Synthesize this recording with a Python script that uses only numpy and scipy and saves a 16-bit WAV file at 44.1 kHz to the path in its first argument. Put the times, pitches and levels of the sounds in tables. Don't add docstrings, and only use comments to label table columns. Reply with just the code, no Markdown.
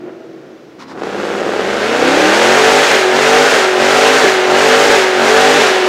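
import sys
import numpy as np
from scipy import signal
from scipy.fft import rfft, irfft
from scipy.io import wavfile
from scipy.ndimage import uniform_filter1d

SR = 44100
rng = np.random.default_rng(int(sys.argv[2]) if len(sys.argv) > 2 else 0)


def int16_out(signal):
    q = np.round(np.clip(np.atleast_2d(signal).T, -1, 1) * 32767)
    wavfile.write(sys.argv[1], SR, q.astype(np.int16))


N = 259308
TIME = np.arange(N) / SR

# t/s, cycle rate/Hz
LAUNCH_SPEED = [(0, 21.7), (0.15, 24), (0.55, 22.9), (0.72, 21.2), (0.84, 16.7), (1, 16.9), (1.25, 19.5),
                (1.55, 22.8), (1.82, 26.6), (2.1, 33.9), (2.4, 43), (2.55, 47.2)]
# strength/dB, lateness/gaps between firings
CYLINDERS = [(3.5, 0.00072), (-0.5, 0.089), (-3, 0.036), (-4, -0.055), (-15, 0.092), (2, -0.015), (3, -0.1),
             (-18, 0.094)]
# f/Hz, t/s
ECHO_FADE = [(100, 0.36), (500, 0.73), (2000, 0.72), (8000, 0.22)]
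# f/Hz, relative level/dB
AIR_TONE = [(30, -38), (70, -17), (130, -4), (400, 6), (900, -13), (1400, -12), (2500, -17.5),
            (6000, -25.5), (9000, -39.5), (15000, -42)]
# t/s, relative level/dB
BURBLE_LEVEL = [(0, -32.5), (0.09, -25.5), (0.19, -33.5), (0.55, -38), (0.65, -43.5), (0.85, -39),
                (0.92, -31)]
# f/Hz, relative level/dB
BURBLE_TONE = [(59, -50), (100, -30), (203, -32), (223, -19), (295, -19), (328, 0), (407, -19),
               (688, -14.5), (909, -28), (1400, -26.5), (4000, -47), (5200, -82), (8800, -120)]
# order, relative level/dB
BURBLE_ORDERS = [(6, -13.5), (8, -25), (10, -8.5), (12, -15), (14, 0), (16, 1), (20, -6), (22, -15)]
# t/s, level/dB, length/s
SCUFFS_AND_TICK = [(0.783, -32, 0.068), (0.866, -34.5, 0.078), (0.972, -35.5, .05), (1.032, -22.5, 0.0085)]
# f/Hz, relative level/dB
GRIT_TONE = [(350, -51), (600, -25), (696, -8), (1000, -0.5), (1440, -6), (1540, -5), (2680, -16.5),
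             (5110, -17), (15000, -50)]
# t/s, exhaust bark/dB, gas rasp/dB, hiss/dB
LOAD_LEVELS = [(0.94, -31, -50, -59), (1.05, -25, -29.5, -45), (1.27, -20, -26, -38), (1.45, -20, -24, -38),
               (1.95, -18.5, -16, -31), (2.04, -14, -15, -28), (2.17, -15, -12.5, -25.5),
               (2.3, -15.5, -11.5, -23.3), (2.7, -16.5, -11, -21)]
# order, relative level/dB, change with the throttle shut/dB
HUM_ORDERS = [(2, -11, -9), (3, -0.5, -11), (4, -18, -18), (5, -1.5, -13.5), (6, -9.5, -16), (7, -16, -13),
              (8, 1.3, 2), (9, -5, -2), (16, -10.5, 12.5)]
# f/Hz, gain/dB
EXHAUST_TONE = [(45, -47), (75, -23.5), (110, -24.5), (145, -19), (175, -18), (200, -7), (216, -12.5),
                (235, -6.5), (242, -10.5), (255, -6), (300, -5), (325, -1.5), (352, -7.5), (374, -2),
                (389, -2.5), (400, -12.5), (411, -1), (421, -3.5), (440, 7), (455, 7), (480, 2.5),
                (560, -3), (750, -13), (830, -25)]
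# order, relative level/dB
HOWL_ORDERS = [(10, -4.5), (11, -1.5), (12, -4.5), (13, 0), (14, -5.5), (15, 0.5), (16, -4.5), (17, -2.5),
               (19, -6), (20, 2), (22, -1.5), (24, -1.5)]
# f/Hz, width/Hz, gain/dB
PIPE_RINGS = [(328, 73, -0.5), (488, 49, -2), (561.6, 14, 2), (594.3, 28, 1.5), (749, 66, 0.5),
              (860, 24, -8)]
# f/Hz, relative level/dB
BARK_TONE = [(100, -25), (200, 2), (270, -9), (350, 7.5), (470, 5), (600, 1.5), (680, -3), (770, 2.5),
             (900, -7.5), (1100, -5.5), (1450, -7), (2200, -21.5), (4000, -26), (9000, -66)]
# f/Hz, relative level/dB
RASP_TONE = [(30, -45), (110, -27.5), (200, -15.5), (320, -5.5), (450, -1), (780, -2.5), (1080, -6.5),
             (1350, 0), (1560, 0.5), (1850, -2.5), (2300, -5.5), (3200, -9), (5000, -16.5), (9000, -35),
             (16000, -55)]
# f/Hz, relative level/dB
HISS_TONE = [(800, -23.5), (2000, 5.5), (3500, 1.5), (5000, -0.5), (6800, -1.5), (8000, -7), (10000, -14.5),
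             (13000, -21.5), (16000, -26)]
# t/s, peak level before the echo/dB
CRACKS = [(.974, -21), (1.02, -11), (1.034, -10), (1.401, -14), (1.417, -3.5), (1.465, -5), (1.493, -6),
          (1.537, -6), (1.595, -7), (1.679, -7), (2.026, -1)]
# f/Hz, relative level/dB
CRACK_TONE = [(60, -30), (200, -3), (450, 15), (750, 4.5), (1400, -6), (3000, -23), (8000, -49),
              (16000, -62)]
# t at the limiter/s, t back on the throttle/s, change of the engine note in the cut/dB
SURGES = [(2.852, 3.112, -10.5), (3.478, 3.768, -10), (4.165, 4.486, -5.5), (4.871, 5.171, 1),
          (5.555, 5.877, 2)]
# t/s, level/dB
BACKFIRES = [(2.905, -15.5), (3.524, -16.5), (4.24, -10.5), (4.899, -16.5), (5.585, -26)]
# f/Hz, relative level/dB
BACKFIRE_TONE = [(25, -17), (90, -10), (200, 2), (450, 9), (750, 3), (1400, -12), (3000, -8), (8000, -30),
                 (16000, -65)]


def amp(db):
    return 10 ** (np.asarray(db) / 20)


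def unit(x):
    return x / np.sqrt(np.mean(x ** 2) + 1e-20)


def curves(table):
    times, *columns = np.transpose(table)
    return [np.interp(TIME, times, column) for column in columns]


def look_up(table, hz):
    row_hz, values = np.transpose(table)
    return np.interp(np.log(hz + 1), np.log(row_hz), values)


def colour(x, tone, size=4096):
    log_gain = np.log(amp(look_up(tone, abs(np.fft.fftfreq(size, 1 / SR)))))
    ring = np.fft.ifft(np.exp(np.conj(signal.hilbert(log_gain)))).real[:size // 2]
    return signal.oaconvolve(x, ring)[:len(x)]


def wander(rate_hz):
    hz = np.fft.rfftfreq(N, 1 / SR)
    return unit(irfft(rfft(rng.standard_normal(N)) * np.exp(-(hz / rate_hz) ** 2), N))


def steady(x, low_hz, high_hz, window=6000):
    band = signal.sosfilt(signal.butter(3, [low_hz, high_hz], "band", fs=SR, output="sos"), x)
    return x / np.sqrt(abs(uniform_filter1d(band ** 2, window)) + 1e-12)


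def forest(x, echo_db, gap=40):
    slots = np.arange(SR // 100, SR - gap, gap)
    bounces = np.zeros(SR)
    bounces[slots + rng.integers(0, gap, len(slots))] = rng.choice([-1, 1], len(slots))
    hz, t, spectrum = signal.stft(bounces, SR, nperseg=256)
    fade = np.exp(-np.log(1000) * t / look_up(ECHO_FADE, hz)[:, None])
    tail = signal.istft(spectrum * fade, SR, nperseg=256)[1]
    echo = signal.oaconvolve(x, tail / np.linalg.norm(tail))[:N]
    return (x + amp(echo_db) * echo) / np.hypot(1, amp(echo_db))


def air():
    return amp(-39) * unit(colour(rng.standard_normal(N), AIR_TONE))


def engine_speed(limit_hz=52.9, coast_hz=45.7, climb_hz_per_s=19.0, sag_s=0.105):
    launch_hz, = curves(LAUNCH_SPEED)
    since_top = TIME[:, None] - np.array(SURGES)[:, 0]
    climb = limit_hz + climb_hz_per_s * since_top
    sag = coast_hz + (limit_hz - coast_hz) * np.exp(-abs(since_top) / sag_s)
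    surge_hz = np.where(since_top < 0, climb, sag).max(axis=1)
    return np.where(TIME < LAUNCH_SPEED[-1][0], launch_hz, surge_hz)


def crank(cutting):
    shudder = .002 * wander(20) + (.012 * struggle() + .04 * cutting) * wander(50)
    return np.cumsum(engine_speed() * (1 + shudder)) / SR


def firings(cycles, uneven_db, jitter, bass_db, steps=1024):
    count = np.arange(8 * int(cycles[-1] + 2))
    strength_db, late = np.array(CYLINDERS)[count % len(CYLINDERS)].T
    time_luck, strength_luck = rng.standard_normal((len(count), 2)).T
    position = (count + 1 + late + jitter * time_luck) * steps / len(CYLINDERS)
    strength = amp(strength_db + uneven_db * strength_luck)
    puffs = np.bincount(np.abs(position).astype(int), strength, steps * (int(cycles[-1]) + 4))
    orders = np.fft.rfftfreq(len(puffs), 1 / steps)
    shape = amp(np.interp(orders, [0, 9, 10, 150, 400], [2 * bass_db, bass_db, 0, 0, -40]))
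    puffs = irfft(rfft(puffs - puffs.mean()) * shape, len(puffs))
    return np.interp(cycles * steps, np.arange(len(puffs)), puffs)


def drone(cycles, orders, level_db, waver_db, smear_rad):
    chord = 0
    for order, db in orders:
        strength = amp(db + waver_db * wander(13))
        phase = 2 * np.pi * (order * cycles + rng.random()) + smear_rad * wander(17)
        chord += strength * np.sin(phase)
    return np.sqrt(2) * amp(level_db) * chord


def burble(cycles):
    level_db, = curves(BURBLE_LEVEL)
    puffs = colour(firings(cycles, uneven_db=-3.5, jitter=0.026, bass_db=-12), BURBLE_TONE)
    mutter = amp(level_db - 5) * steady(forest(puffs, echo_db=2), 220, 900)
    chord = drone(cycles, BURBLE_ORDERS, level_db - 7, waver_db=2.5, smear_rad=0.17)
    return np.interp(TIME, [.92, 1.0], [1, 0]) * (mutter + chord)


def scuffs_and_tick():
    swells = sum(amp(db) * np.sin(np.pi * np.clip((TIME - start) / length, 0, 1))
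                 for start, db, length in SCUFFS_AND_TICK)
    grit = rng.standard_normal(N) * amp(1.9 * wander(600))
    return forest(swells * unit(colour(grit, GRIT_TONE)), echo_db=-11)


def struggle():
    return np.interp(TIME, [.85, 1.1, 1.8, 2.4], [0, 1, 1, 0])


def clutch():
    return np.interp(TIME, [.88, .96], [0, 1])


def effort(lag_s=0.072):
    bark_db, rasp_db, hiss_db = curves(LOAD_LEVELS)
    shut = foot_off()
    memory = np.exp(-1 / (SR * lag_s))
    shut_late = signal.lfilter([1 - memory], [1, -memory], shut)
    return bark_db - 6.5 * shut, rasp_db - 5 * shut_late, hiss_db - 10 * shut_late


def hum(cycles):
    cycle_hz, shut = engine_speed(), foot_off()
    orders = [(order, db + shut_db * shut + look_up(EXHAUST_TONE, order * cycle_hz))
              for order, db, shut_db in HUM_ORDERS]
    level_db = curves(LOAD_LEVELS)[0] + 0.25 - 3.5 * struggle()
    return clutch() * drone(cycles, orders, level_db, waver_db=1.5, smear_rad=0.23)


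def howl(cycles):
    level_db = effort()[0] - 5 - 8.2 * struggle()
    tones = clutch() * drone(cycles, HOWL_ORDERS, level_db, waver_db=2.0, smear_rad=0.25)
    return sum(amp(db) * signal.lfilter(*signal.iirpeak(hz, hz / width, fs=SR), tones)
               for hz, width, db in PIPE_RINGS)


def roar(cycles, cut_db):
    bark_db, rasp_db, hiss_db = effort()
    bark_db += 1.9 * struggle() + 0.24 * cut_db
    puffs = firings(cycles, uneven_db=0.5, jitter=0.016, bass_db=-12.5)
    bark = steady(forest(colour(puffs, BARK_TONE), echo_db=-7), 493, 1470)
    memory = np.exp(-1 / (SR * 0.0013))
    gusts = unit(signal.lfilter([1], [1, -memory], np.maximum(puffs, 0)))
    gas = colour((2.2 + gusts) * rng.standard_normal(N), RASP_TONE)
    rasp = steady(forest(gas, echo_db=-5), 850, 4600) * amp(.5 * wander(32))
    jet = colour((15 + gusts) * rng.standard_normal(N), HISS_TONE)
    hiss = steady(jet, 3990, 13000) * amp(.5 * wander(45))
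    return clutch() * (amp(bark_db - 4.5) * bark + amp(rasp_db - 2) * rasp + amp(hiss_db - 0.4) * hiss)


def cracks():
    times, db = np.transpose(CRACKS)
    pulses = np.bincount(np.round(times * SR).astype(int), amp(db), N)
    peak = abs(colour(signal.unit_impulse(SR), CRACK_TONE)).max()
    return forest(colour(pulses, CRACK_TONE) / peak, echo_db=-8)


def rev_limiter(delay_s=0.02956, half_width_s=0.033):
    tops, _, change_db = np.transpose(SURGES)
    cuts = np.exp(-((TIME[:, None] - tops - delay_s) / half_width_s) ** 2)
    return cuts.sum(axis=1), cuts @ change_db


def backfires(decay_s=0.029):
    bursts = sum(amp(db) * (TIME >= start) * np.exp(-abs(TIME - start) / decay_s)
                 for start, db in BACKFIRES)
    return forest(bursts * unit(colour(rng.standard_normal(N), BACKFIRE_TONE)), echo_db=-20)


def foot_off(wait_s=0.066, lift_s=0.12, press_s=0.08):
    return sum(np.clip((TIME - top - wait_s) / lift_s, 0, 1) * np.clip(.5 - (TIME - back) / press_s, 0, 1)
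               for top, back, _ in SURGES)


def scene():
    cutting, cut_db = rev_limiter()
    cycles = crank(cutting)
    note = (hum(cycles) + howl(cycles)) * amp(cut_db)
    sound = air() + burble(cycles) + note + roar(cycles, cut_db)
    sound += cracks() + backfires() + scuffs_and_tick()
    return np.array([sound, sound])


def record(dry, ceiling=1.03, top_hz=15750):
    rounded = dry / (1 + (abs(dry) / ceiling) ** 8) ** (1 / 8)
    low_pass = signal.firwin(511, top_hz, window=("kaiser", 9), fs=SR)
    return signal.oaconvolve(rounded, low_pass[None], "same")


dry = scene()
out = record(dry)
int16_out(out)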